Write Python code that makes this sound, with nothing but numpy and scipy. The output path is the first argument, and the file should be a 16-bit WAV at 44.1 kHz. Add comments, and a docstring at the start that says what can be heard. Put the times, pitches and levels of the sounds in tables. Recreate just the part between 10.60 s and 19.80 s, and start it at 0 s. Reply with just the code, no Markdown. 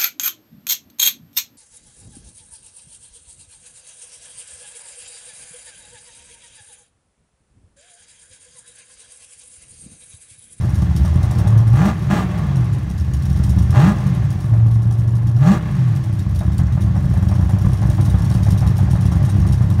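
"""A V8 drag car on a road at night, heard from just behind, is blipped four times, barks and coasts down.
A second V8 beside it falls into a loping, coughing idle, with a metallic clatter about once an engine cycle.
Uneven firing pulses excite noise bursts, shaped by the spectra and resonances of the pipes; sine waves
that follow the firing rate add the exhaust notes. Struck metal, a hiss of gas and the scatter of the
road complete the scene."""
import sys
import numpy as np
from scipy import signal
from scipy.fft import rfft, irfft, next_fast_len
from scipy.io import wavfile
from scipy.ndimage import uniform_filter1d, map_coordinates

SR = 44100
rng = np.random.default_rng(int(sys.argv[2]) if len(sys.argv) > 2 else 0)


def materialize(psi):
    """Save the field psi as 16-bit PCM at rate SR to the path in sys.argv[1].

    A 1-D psi becomes a single channel; in a 2-D psi each row is a channel.
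    """
    bounded = np.clip(np.atleast_2d(psi).T, -1, 1)
    quanta = np.round(bounded * 32767).astype(np.int16)
    wavfile.write(sys.argv[1], SR, quanta)


N = 405719

# All levels are relative: later gains or normalisation also act on them.
# throttle blips; the top speed is before flywheel rounding:
# half_open_s, half_shut_s, opening_time_s, top_speed_at_s, top_firing_rate_hz, tone_db, rasp_db
THROTTLE_BLIPS = [(1.171, 1.317, 0.13, 1.29, 226, -7.5, -23), (1.5, 1.626, .006, 1.605, 255.7, -11, -23.5),
                  (3.142, 3.321, .05, 3.31, 220.9, -5.5, -23), (4.834, 4.968, 0.089, 4.95, 231, -5, -23.5)]
# speed and effort of the revving car on a lightly held pedal: time_s, firing_rate_hz, effort_db
HELD_PEDAL = [(0, 127.5, -19.5), (.2, 72.83, -15), (.46, 71.86, -9.5), (.56, 85.6, -11), (.76, 96.6, -24),
              (.85, 104.5, -7.5), (1.02, 113.6, -10.5), (1.15, 110.1, -13), (1.4, 104.5, -28),
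              (2.6, 72.12, -17), (3.11, 70.21, -13), (3.85, 108.8, -21.5), (3.94, 112.7, -8),
              (4.3, 114.5, -15), (4.8, 117, -12.5), (5.0, 112, -24.5), (5.58, 105, -14), (5.9, 70.97, -23),
              (9.2, 68.4, -23)]
# closed-throttle burble of the revving car, at 100 firings a second: time_s, level_db
BURBLE_LEVEL = [(0, -43), (.9, -32.5), (1.35, -46), (1.75, -39.5), (2.4, -44), (2.9, -38.5), (3.7, -42.5),
                (4.2, -43), (5.6, -44.5), (7, -37.5), (9.2, -37.5)]
# the mixture catching sharply in the pipe: start_s, level_db
PIPE_BANGS = [(1.499, -32), (3.16, -38)]
# strength of the cylinders in firing order: level_db
CYLINDER_PATTERN = [0, 0.17, 0, -1.4, 1.1, 0, -0.86, -0.75]
# how well the pipes carry a tone: pitch_hz, level_db
PIPE_TRANSMISSION = [(50, -6), (70, -3.5), (85, -3), (97, -8.5), (115, -0.5), (132, 0.5), (152, -6.5),
                     (175, -3.5), (205, -6), (221, -18.5), (260, -30)]
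# tailpipe resonances: pitch_hz, width_hz, lift_db
PIPE_RESONANCES = [(339, 33, 3.5), (440, 150, 1), (595, 61, 6.5), (740, 50, 1.5), (1034, 100, 3),
                   (1126, 70, 4.5), (1173, 45, 3.5), (1365, 77, 5), (1644, 159.6, 6)]
# spectrum of the open-throttle rasp: pitch_hz, level_db (per Hz)
RASP_SPECTRUM = [(150, -27), (250, -6), (325, -4.5), (551, -13), (601, -10), (673, -14), (843, -8.5),
                 (944, -10), (1140, -12.5), (1500, -20.5), (1680, -16.5), (2450, -24.5), (5000, -38),
                 (6500, -57), (11000, -120)]
# spectrum of the closed-throttle burble: pitch_hz, level_db (per Hz)
BURBLE_SPECTRUM = [(180, -26), (300, -1), (443, -8.5), (655, -10.5), (726, -7), (797, -10), (856, -5.5),
                   (968, -11.5), (1150, -11.5), (1270, -17.5), (1570, -21), (2420, -30), (3500, -29),
                   (4550, -46), (7700, -120)]
# spectrum of the exhaust's chest: pitch_hz, level_db (per Hz)
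THROAT_SPECTRUM = [(200, -39.5), (290, 9.5), (370, 2.5), (460, -10), (650, -38.5)]
# spectrum of the open-throttle crackle: pitch_hz, level_db (per Hz)
CRACKLE_SPECTRUM = [(1470, -31.5), (2500, -3.5), (4380, -5.5), (4910, -13), (5430, -7.5), (6940, -8.5),
                    (10700, -21.5), (12500, -18), (15600, -27)]
# spectrum of the rustle with the throttle shut: pitch_hz, level_db (per Hz)
OVERRUN_SPECTRUM = [(530, -28), (900, -14), (1120, 3), (1240, -6), (1750, -8.5), (2250, -11.5), (4500, -24),
                    (5850, -39), (9900, -120)]
# speed of the idling car: time_s, firing_rate_hz
IDLE_SPEED = [(0, 90), (2.4, 90), (3, 92), (5.5, 92), (5.8, 87.2), (6.85, 89.7), (6.93, 98.3), (7.6, 98.4),
              (7.85, 101), (8.2, 97.5), (8.6, 97.3), (9.2, 92.5)]
# loudness of the idling car: time_s, rumble_db, firing_tone_db, mutter_db
IDLE_LOUDNESS = [(0, -17, -43, -40), (.9, -14.5, -48, -45), (1.3, -21, -36, -48), (2.4, -20.5, -36, -48),
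                 (3, -13.5, -31, -42), (3.4, -19, -51, -45.5), (5.4, -22, -42, -47.5), (6, -15, -27, -45),
                 (6.6, -14.5, -23, -39), (7.6, -14, -18, -38.5), (9.2, -13.5, -19.5, -41)]
# spectrum of the idle rumble: pitch_hz, level_db (per Hz)
RUMBLE_SPECTRUM = [(15, -54), (25, -36), (32, -14.5), (54, -10), (112, -0.5), (134, -2), (155, -11),
                   (173, -3.5), (191, -9), (218, -16.5), (237, -28), (274, -24), (317, -25), (450, -46),
                   (580, -55.5), (990, -120)]
# boom of the idling car's pipes: pitch_hz, width_hz, lift_db
IDLE_BOOM = [(64.5, 11.5, 11), (128.7, 23, 4), (156.6, 28, 0.5)]
# stray coughs, strong and faint, before the lope sets in: start_s, level_db
STRAY_COUGHS = [(.446, -29), (.635, -32), (1.105, -35), (2.937, -38), (2.982, -42), (3.935, -30),
                (4.768, -35)]
# spectrum of the chuff in each cough: pitch_hz, level_db (per Hz)
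COUGH_SPECTRUM = [(260, -27), (450, -14), (519, 0.5), (667, -4.5), (804, -1.5), (1030, 1), (1240, -2.5),
                  (2000, -13.5), (2600, -22), (4400, -120)]
# pipe modes rung by a cough: pitch_hz, level_db, t60_s
COUGH_MODES = [(617, -3, 0.097), (717, 0, 0.072), (850, -1.5, 0.045), (1070, -13, 0.033)]
# single metallic clacks at set times, hard and soft: start_s, level_db
CLACKS = [(0.144, -30.5), (.218, -31.5), (.449, -27), (0.629, -27.5), (.706, -27.5), (.783, -25.5),
          (0.871, -25.5), (.976, -28), (1.07, -30), (2.295, -31), (2.379, -30.5), (2.535, -27), (2.62, -33),
          (2.696, -32), (2.759, -30.5), (2.835, -27.5), (2.893, -27.5), (2.984, -27), (3.465, -30.5),
          (3.538, -34), (3.626, -42), (3.703, -30), (4.063, -37), (4.143, -39), (4.22, -35), (4.309, -31),
          (4.385, -36), (4.475, -35), (4.551, -32.5), (4.669, -32.5), (5.35, -31), (5.435, -32.5),
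          (5.525, -38), (5.587, -31), (5.689, -39), (5.747, -28), (5.788, -29.5), (5.919, -36),
          (5.976, -26), (6.121, -34.5), (6.207, -29), (6.684, -29), (7.407, -27.5), (7.451, -28),
          (7.495, -30), (7.644, -29), (7.697, -27.5), (7.739, -28), (7.829, -26), (7.904, -24),
          (7.976, -25), (8.065, -25), (8.166, -28), (8.306, -26.5), (8.407, -29.5), (8.454, -28),
          (8.647, -27.5), (8.691, -26), (8.865, -27.5), (8.923, -23.5)]
# strength of the engine's mechanical noise and gas: time_s, rattle_db, gas_hiss_db
ENGINE_NOISE = [(0, -33.5, -47.5), (.8, -36, -44.5), (1.2, -35.5, -51), (2.1, -43.5, -51),
                (2.8, -29.5, -47.5), (3.4, -38, -46), (4.2, -36.5, -60), (5.3, -40, -51.5),
                (6.3, -37.5, -49.5), (6.8, -35.5, -48.5), (7.8, -30, -46), (8.8, -34, -46.5),
                (9.2, -35.5, -50.5)]
# spectrum of the clatter: pitch_hz, level_db (per Hz)
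CLATTER_SPECTRUM = [(1760, -28), (3000, -4), (3490, -9.5), (3790, -2.5), (4090, -9), (4930, -7),
                    (5470, -1.5), (6030, -8), (6970, -7.5), (7840, -14), (9380, -7.5), (10700, -13),
                    (11700, -10.5), (13600, -17), (15600, -21)]
# ringing of the hot metal: pitch_hz, width_hz, lift_db
METAL_RESONANCES = [(3700, 200, -1), (5600, 450, 1), (8880, 1100, 3.5)]
# spectrum of the gas hiss: pitch_hz, level_db (per Hz)
HISS_SPECTRUM = [(880, -20), (1450, 0), (2000, -3.5), (3100, -10.5), (6000, -13), (10800, -27.5),
                 (15600, -31)]
# decay of the scatter from the street: pitch_hz, t60_s
STREET_DECAY = [(100, 0.57), (1000, 0.16), (10000, 0.075)]

TOP_HZ = 15800  # upper band limit
SPIN_UP_HZ_PER_S, COAST_HZ_PER_S, FLYWHEEL_S = 780, 222, .1  # firing rate gained, lost; rounding of the turn
BANK_DB, BANK_COAST_DB, BANK_LOAD_DB = -37.5, -16.5, -18  # bank tone: steady, running down, under load
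COAST_FROM_HZ, COAST_SPAN_HZ = 113.4, 28.02  # firing rates over which the coasting bank tone comes in
CHOKE_S, CHOKE_DEPTH = 0.15, 0.68  # the note is choked for a moment when the throttle snaps shut
LOPE_START_S = 5.809  # from here the idling car coughs once an engine cycle
LOPE_DB, LOPE_WEAK_DB, LOPE_SCATTER_DB = -28, -8.5, 1.5  # strong and weak coughs take turns; unevenness
OFFBEAT_DB, RATTLE_SCATTER_DB, RATTLE_JITTER_S = -5.5, 4.1, .004  # every other rattle is weaker; unevenness
VALVES_DB, CLEAR_S = -22.5, .055  # chatter relative to the rattle; pause of the rattle round a single clack
BLOW_OFF_DB, BLOW_OFF_RISE_S, BLOW_OFF_T60_S = -42, 0.13, 2.82  # boost vented after each blip


def revving_car():
    """Source superposition: a tonal note and turbulent noise share one speed and one throttle."""
    held_hz, effort_db = curves(HELD_PEDAL)
    rate_hz = engine_speed(held_hz)
    blips = throttle(closing=0.064)
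    load = np.clip(blips.sum(axis=0), 0, 1)
    coasting = np.clip((rate_hz - COAST_FROM_HZ) / COAST_SPAN_HZ, 0, 1)
    pulses = firings(rate_hz, scatter_db=2.5, jitter=0.032, bank_lag=.08)
    echoing = smeared(pulses, t60=0.03)
    note = exhaust_note(rate_hz, effort_db, blips, coasting)
    voice = bark_and_bangs(pulses, echoing, blips) + burble(pulses, echoing, rate_hz, load)
    noises = growl(pulses, rate_hz, load) + crackle(pulses, rate_hz, load) + overrun(pulses, rate_hz, load)
    return note + voice + noises


def engine_speed(held_hz):
    """Rotational inertia: each blip spins up fast, then coasts steadily to the speed the pedal holds."""
    t = np.arange(N) / SR
    speeds = [held_hz]
    for *_, top_s, top_hz, _, _ in THROTTLE_BLIPS:
        shortfall = np.maximum(SPIN_UP_HZ_PER_S * (top_s - t), COAST_HZ_PER_S * (t - top_s))
        speeds.append(top_hz - shortfall)
    return uniform_filter1d(np.max(speeds, axis=0), int(FLYWHEEL_S * SR))


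def throttle(closing):
    """Flow control: linear ramps give the throttle opening, 0-1, for each blip."""
    t = np.arange(N) / SR

    def ramp(u):
        return np.clip(u + .5, 0, 1)

    return np.array([ramp((t - on) / opening) * ramp((off - t) / closing)
                     for on, off, opening, *_ in THROTTLE_BLIPS])


def since_shut():
    """Relaxation clock: for each blip, the seconds since the throttle shut; 0 before that."""
    shut_s = np.array([[off] for _, off, *_ in THROTTLE_BLIPS])
    return np.maximum(np.arange(N) / SR - shut_s, 0)


def exhaust_note(rate_hz, effort_db, blips, coasting):
    """Engine orders: a firing tone grows with effort; uneven banks sound at three quarters of its pitch."""
    load = np.clip(blips.sum(axis=0), 0, 1)
    since = since_shut()
    choked = np.max((since > 0) * np.exp(-(since / CHOKE_S) ** 4), axis=0)
    shut = (1 - load) * (1 - CHOKE_DEPTH * choked)
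    blip_gains = amp([tone_db for *_, tone_db, _ in THROTTLE_BLIPS])
    firing = shut * amp(effort_db) + blip_gains @ blips
    bank = amp(BANK_DB) + amp(BANK_COAST_DB) * coasting * shut + amp(BANK_LOAD_DB) * load
    firing_tone = pipe_tone(rate_hz, flutter_db=1.73, overtone_db=-36)
    bank_tone = pipe_tone(rate_hz * 3 / 4, flutter_db=2.5, overtone_db=-31)
    return firing * firing_tone + bank * bank_tone


def bark_and_bangs(pulses, echoing, blips):
    """Resonant excitation: pulses and turbulence ring the pipe at open throttle and in sharp bangs."""
    excitation = 0.35 * unit(pulses) + 1.2 * echoing + puffs(pulses, t60=0.063)
    bark = steady(coloured(excitation, RASP_SPECTRUM, PIPE_RESONANCES), span=0.016)
    rasp = amp([db for *_, db in THROTTLE_BLIPS]) @ blips * bark
    bangs = amp(-3) * bursts(PIPE_BANGS, attack=.0006, t60=0.11) * bark
    return rasp + bangs


def burble(pulses, echoing, rate_hz, load):
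    """Resonant excitation: with the throttle shut, pulses and turbulence burble, louder with speed."""
    level_db, = curves(BURBLE_LEVEL)
    excitation = 0.13 * unit(pulses) + 0.27 * echoing + puffs(pulses, t60=0.081)
    sound = steady(coloured(excitation, BURBLE_SPECTRUM, PIPE_RESONANCES), span=0.059)
    return amp(level_db) * (rate_hz / 100) ** 0.83 * (1 - load) * sound


def growl(pulses, rate_hz, load):
    """Band resonance: the chest of the exhaust growls, more with speed and load."""
    sound = steady(coloured(unit(pulses) + puffs(pulses, t60=0.037), THROAT_SPECTRUM), span=0.042)
    return amp(-44 + 12.23 * load) * (rate_hz / 150) ** 0.3 * sound


def crackle(pulses, rate_hz, load):
    """Turbulence noise: open-throttle puffs crackle, swelling as the engine gathers speed."""
    noise = coloured(puffs(pulses, t60=0.14), CRACKLE_SPECTRUM, METAL_RESONANCES)
    return amp(-39.5) * load * (rate_hz / 180) ** 0.12 * steady(noise, span=0.078)


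def overrun(pulses, rate_hz, load):
    """Flow noise: with the throttle shut the pipes rustle, fading with engine speed."""
    noise = steady(coloured(puffs(pulses, t60=0.026), OVERRUN_SPECTRUM), span=0.052)
    return amp(-43.5) * (1 - load) * (rate_hz / 200) ** 2.07 * noise


def firings(rate_hz, scatter_db, jitter, bank_lag):
    """Phase accumulation: one pulse per firing, patterned by cylinder; weaker cylinders arrive late."""
    turns = np.cumsum(rate_hz) / SR
    k = np.arange(1, int(turns[-1]))
    chance = rng.standard_normal((len(k), 2))
    pattern_db = np.take(CYLINDER_PATTERN, k, mode="wrap")
    # jitter and lag are fractions of a firing interval
    at = np.searchsorted(turns, k + jitter * chance[:, 0] + bank_lag * (pattern_db < 0))
    return np.bincount(at, amp(pattern_db + scatter_db * chance[:, 1]), N + 1)[:N]


def puffs(pulses, t60):
    """Turbulent decay: each pulse releases noise whose power dies away exponentially."""
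    t = np.arange(SR // 5) / SR
    power = signal.fftconvolve(pulses ** 2, amp(-60 * t / t60) ** 2)[:N]
    return unit(np.sqrt(np.abs(power)) * rng.standard_normal(N))


def smeared(pulses, t60):
    """Multiple reflection: the exhaust gives every pulse the same short, dense tail."""
    t = np.arange(SR // 8) / SR
    tail = rng.standard_normal(len(t)) * amp(-60 * t / t60)
    return unit(signal.fftconvolve(pulses, tail)[:N])


def pipe_tone(hz, flutter_db, overtone_db):
    """Frequency response: one fluttering engine order is as loud as the pipes carry its pitch."""
    turns = np.cumsum(hz) / SR
    # a new random level every two turns, interpolated smoothly
    flutter = flutter_db * map_coordinates(rng.standard_normal(N // 50), [turns / 2])
    wave = np.sin(2 * np.pi * turns) + amp(overtone_db) * np.sin(2 * np.pi * 2 * turns)
    return np.sqrt(2) * amp(along(PIPE_TRANSMISSION, hz) + flutter) * wave


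def idling_car():
    """Irregular excitation: a big cam makes firings uneven; the pipe rumbles, mutters and coughs."""
    rate_hz, = curves(IDLE_SPEED)
    rumble_db, tone_db, mutter_db = curves(IDLE_LOUDNESS)
    pulses = firings(rate_hz, scatter_db=4.5, jitter=0.12, bank_lag=0.27)
    rumble = amp(rumble_db) * steady(coloured(pulses, RUMBLE_SPECTRUM, IDLE_BOOM), span=0.11)
    tone = amp(tone_db) * pipe_tone(rate_hz, flutter_db=5.0, overtone_db=-18)
    muttering = coloured(puffs(pulses, t60=0.04), BURBLE_SPECTRUM, PIPE_RESONANCES)
    mutter = amp(mutter_db) * steady(muttering, span=0.2)
    events = list(STRAY_COUGHS) + lope(rate_hz)
    chuff_noise = steady(coloured(puffs(pulses, t60=0.18), COUGH_SPECTRUM), span=0.0054)
    chuffs = amp(-7.5) * bursts(events, attack=0.0006, t60=0.3) * chuff_noise
    return rumble + tone + mutter + chuffs + coughs(events, spread=0.04, level_db=-1)


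def lope(rate_hz):
    """Cyclic variation: (start_s, level_db) of a cough each eight firings, strong and weak in turn."""
    events = []
    for k, s in enumerate(every(rate_hz, LOPE_START_S, count=8)):
        events.append((s, LOPE_DB + LOPE_WEAK_DB * (k % 2) + LOPE_SCATTER_DB * rng.standard_normal()))
    return events


def coughs(events, spread, level_db):
    """Modal ringing: each cough rings the pipe briefly, a little differently each time."""
    out, t = np.zeros(N + SR), np.arange(SR // 6) / SR
    for s, db in events:
        for hz, mode_db, t60 in COUGH_MODES:
            detune, phase = rng.standard_normal(2)
            ring = np.sin(2 * np.pi * (hz * (1 + spread * detune) * t + phase))
            envelope = amp(db + level_db + mode_db - 60 * t / t60) * (1 - np.exp(-t / 0.00099))
            out[round(s * SR):][:len(t)] += envelope * ring
    return out[:N]


def clatter():
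    """Impact excitation: valve gear chatters at the firing rate along with separate clacks."""
    rate_hz, = curves(IDLE_SPEED)
    rattle_db, _ = curves(ENGINE_NOISE)
    taps = firings(rate_hz, scatter_db=6.5, jitter=.25, bank_lag=.1)
    ringing = .65 * pings(taps, t60=.028, count=7)
    metal = coloured(ringing + puffs(taps, t60=0.14), CLATTER_SPECTRUM, METAL_RESONANCES)
    events = list(CLACKS) + rattles(rate_hz, rattle_db)
    clacks = amp(-12.0) * bursts(events, attack=0.0014, t60=0.15) * steady(metal, span=0.01)
    chatter = amp(rattle_db + VALVES_DB) * steady(metal, span=0.26)
    return clacks + chatter


def rattles(rate_hz, rattle_db):
    """Periodic impact: (start_s, level_db) of a clack each crank turn, pausing round each single clack."""
    times = every(rate_hz, 0, count=4)
    chance = rng.standard_normal((len(times), 2))
    offbeat = np.arange(len(times)) % 2
    db = rattle_db[(times * SR).astype(int)] + OFFBEAT_DB * offbeat + RATTLE_SCATTER_DB * chance[:, 0]
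    times = np.clip(times + RATTLE_JITTER_S * chance[:, 1], 0, N / SR)
    nearest_s = np.abs(times[:, None] - np.transpose(CLACKS)[0]).min(axis=1)
    clear = nearest_s > CLEAR_S
    return list(zip(times[clear], db[clear]))


def pings(taps, t60, count):
    """Modal superposition: each tap rings a few of the metal's many high modes."""
    at = np.repeat(np.flatnonzero(taps), count)
    hz = rng.uniform(METAL_RESONANCES[0][0], TOP_HZ, (len(at), 1))
    k = np.arange(SR // 60)
    rings = taps[at, None] * np.sin(2 * np.pi * hz * k / SR) * amp(-60 * k / SR / t60)
    return unit(np.bincount((at[:, None] + k).ravel(), rings.ravel(), N)[:N])


def gas_rush():
    """Jet noise: gas hisses softly, swelling as boost is vented each time the throttle shuts."""
    _, hiss_db = curves(ENGINE_NOISE)
    since = since_shut()
    vented = amp(BLOW_OFF_DB - 60 * since / BLOW_OFF_T60_S) * (1 - np.exp(-since / BLOW_OFF_RISE_S))
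    level = np.hypot(amp(hiss_db), np.linalg.norm(vented, axis=0))  # powers add
    return level * unit(coloured(rng.standard_normal(N), HISS_SPECTRUM))


def street(x):
    """Diffuse scattering: the road and the cars return a short tail, its decay set by frequency."""
    hz, t, z = signal.stft(rng.standard_normal(SR // 2), SR, nperseg=256)
    decay = amp(-60 * t / along(STREET_DECAY, hz)[:, None])
    tail = signal.istft(z * decay, SR, nperseg=256)[1]
    return signal.fftconvolve(x, tail / np.linalg.norm(tail))[:N]


def amp(db):
    """Logarithmic level: decibels to gain."""
    return 10 ** (np.asarray(db) / 20)


def unit(x):
    """Power normalisation: x at rms 1."""
    return x / np.sqrt(np.mean(x ** 2) + 1e-20)


def steady(x, span):
    """Running power normalisation: x at about rms 1, averaged twice over span seconds."""
    size = max(int(span * SR), 8)
    power = uniform_filter1d(uniform_filter1d(x ** 2, size), size)
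    return x / np.sqrt(np.abs(power) + 1e-12)


def along(points, hz):
    """Logarithmic frequency scale: (pitch_hz, value) points, interpolated."""
    f, v = np.transpose(points)
    return np.interp(np.log(hz + 1), np.log(f + 1), v)


def curves(rows):
    """Linear interpolation: one value per sample for each column after the time."""
    s, *cols = np.transpose(rows)
    return [np.interp(np.arange(N) / SR, s, c) for c in cols]


def every(rate_hz, start, count):
    """Inverse phase: the times of every count-th firing from start on."""
    t = np.arange(N) / SR
    turns = np.cumsum(rate_hz) / SR
    first = np.interp(start, t, turns)
    return np.interp(np.arange(first, turns[-1], count), turns, t)


def bursts(events, attack, t60):
    """Exponential decay: an envelope jumps and dies away at each (start_s, level_db) event."""
    envelope, t = np.zeros(N + SR), np.arange(SR // 4) / SR
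    for s, db in events:
        start = max(round(s * SR), 0)
        envelope[start:][:len(t)] += amp(db - 60 * t / t60) * (1 - np.exp(-t / attack))
    return envelope[:N]


def coloured(x, spectrum, resonances=()):
    """Minimum-phase filtering: a causal response has this spectrum, lifted at the resonances."""
    m = 2 * next_fast_len(N // 2 + SR // 4)
    hz = np.fft.rfftfreq(m, 1 / SR)
    lifts = sum(lift / (1 + (2 * (hz - f) / width) ** 2) for f, width, lift in resonances)
    db = along(spectrum, hz) + lifts
    # folding the cepstrum onto positive time makes the filter causal
    cepstrum = irfft(np.log(np.maximum(amp(db), 1e-6)), m)
    cepstrum[1:m // 2] *= 2
    cepstrum[m // 2 + 1:] = 0
    return irfft(rfft(x, m) * np.exp(rfft(cepstrum)), m)[:N]


def scene():
    """Linear superposition: both cars in the open air; the road scatters their higher sounds."""
    cars = revving_car() + idling_car() + clatter() + gas_rush()
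    scattered = coloured(cars, [(150, -14), (400, 2.5)])  # pitch_hz, level_db
    return (cars + amp(-12.5) * street(scattered))[None]


def record(dry):
    """Saturation and band limiting: the highest peaks are rounded, then all above TOP_HZ is removed."""
    held = dry / (1 + np.abs(dry) ** 6) ** (1 / 6)
    m = next_fast_len(N + SR // 2)
    passed = np.fft.rfftfreq(m, 1 / SR) < TOP_HZ
    return irfft(rfft(held, m) * passed, m)[..., :N]


dry = scene()
out = record(dry)
materialize(out)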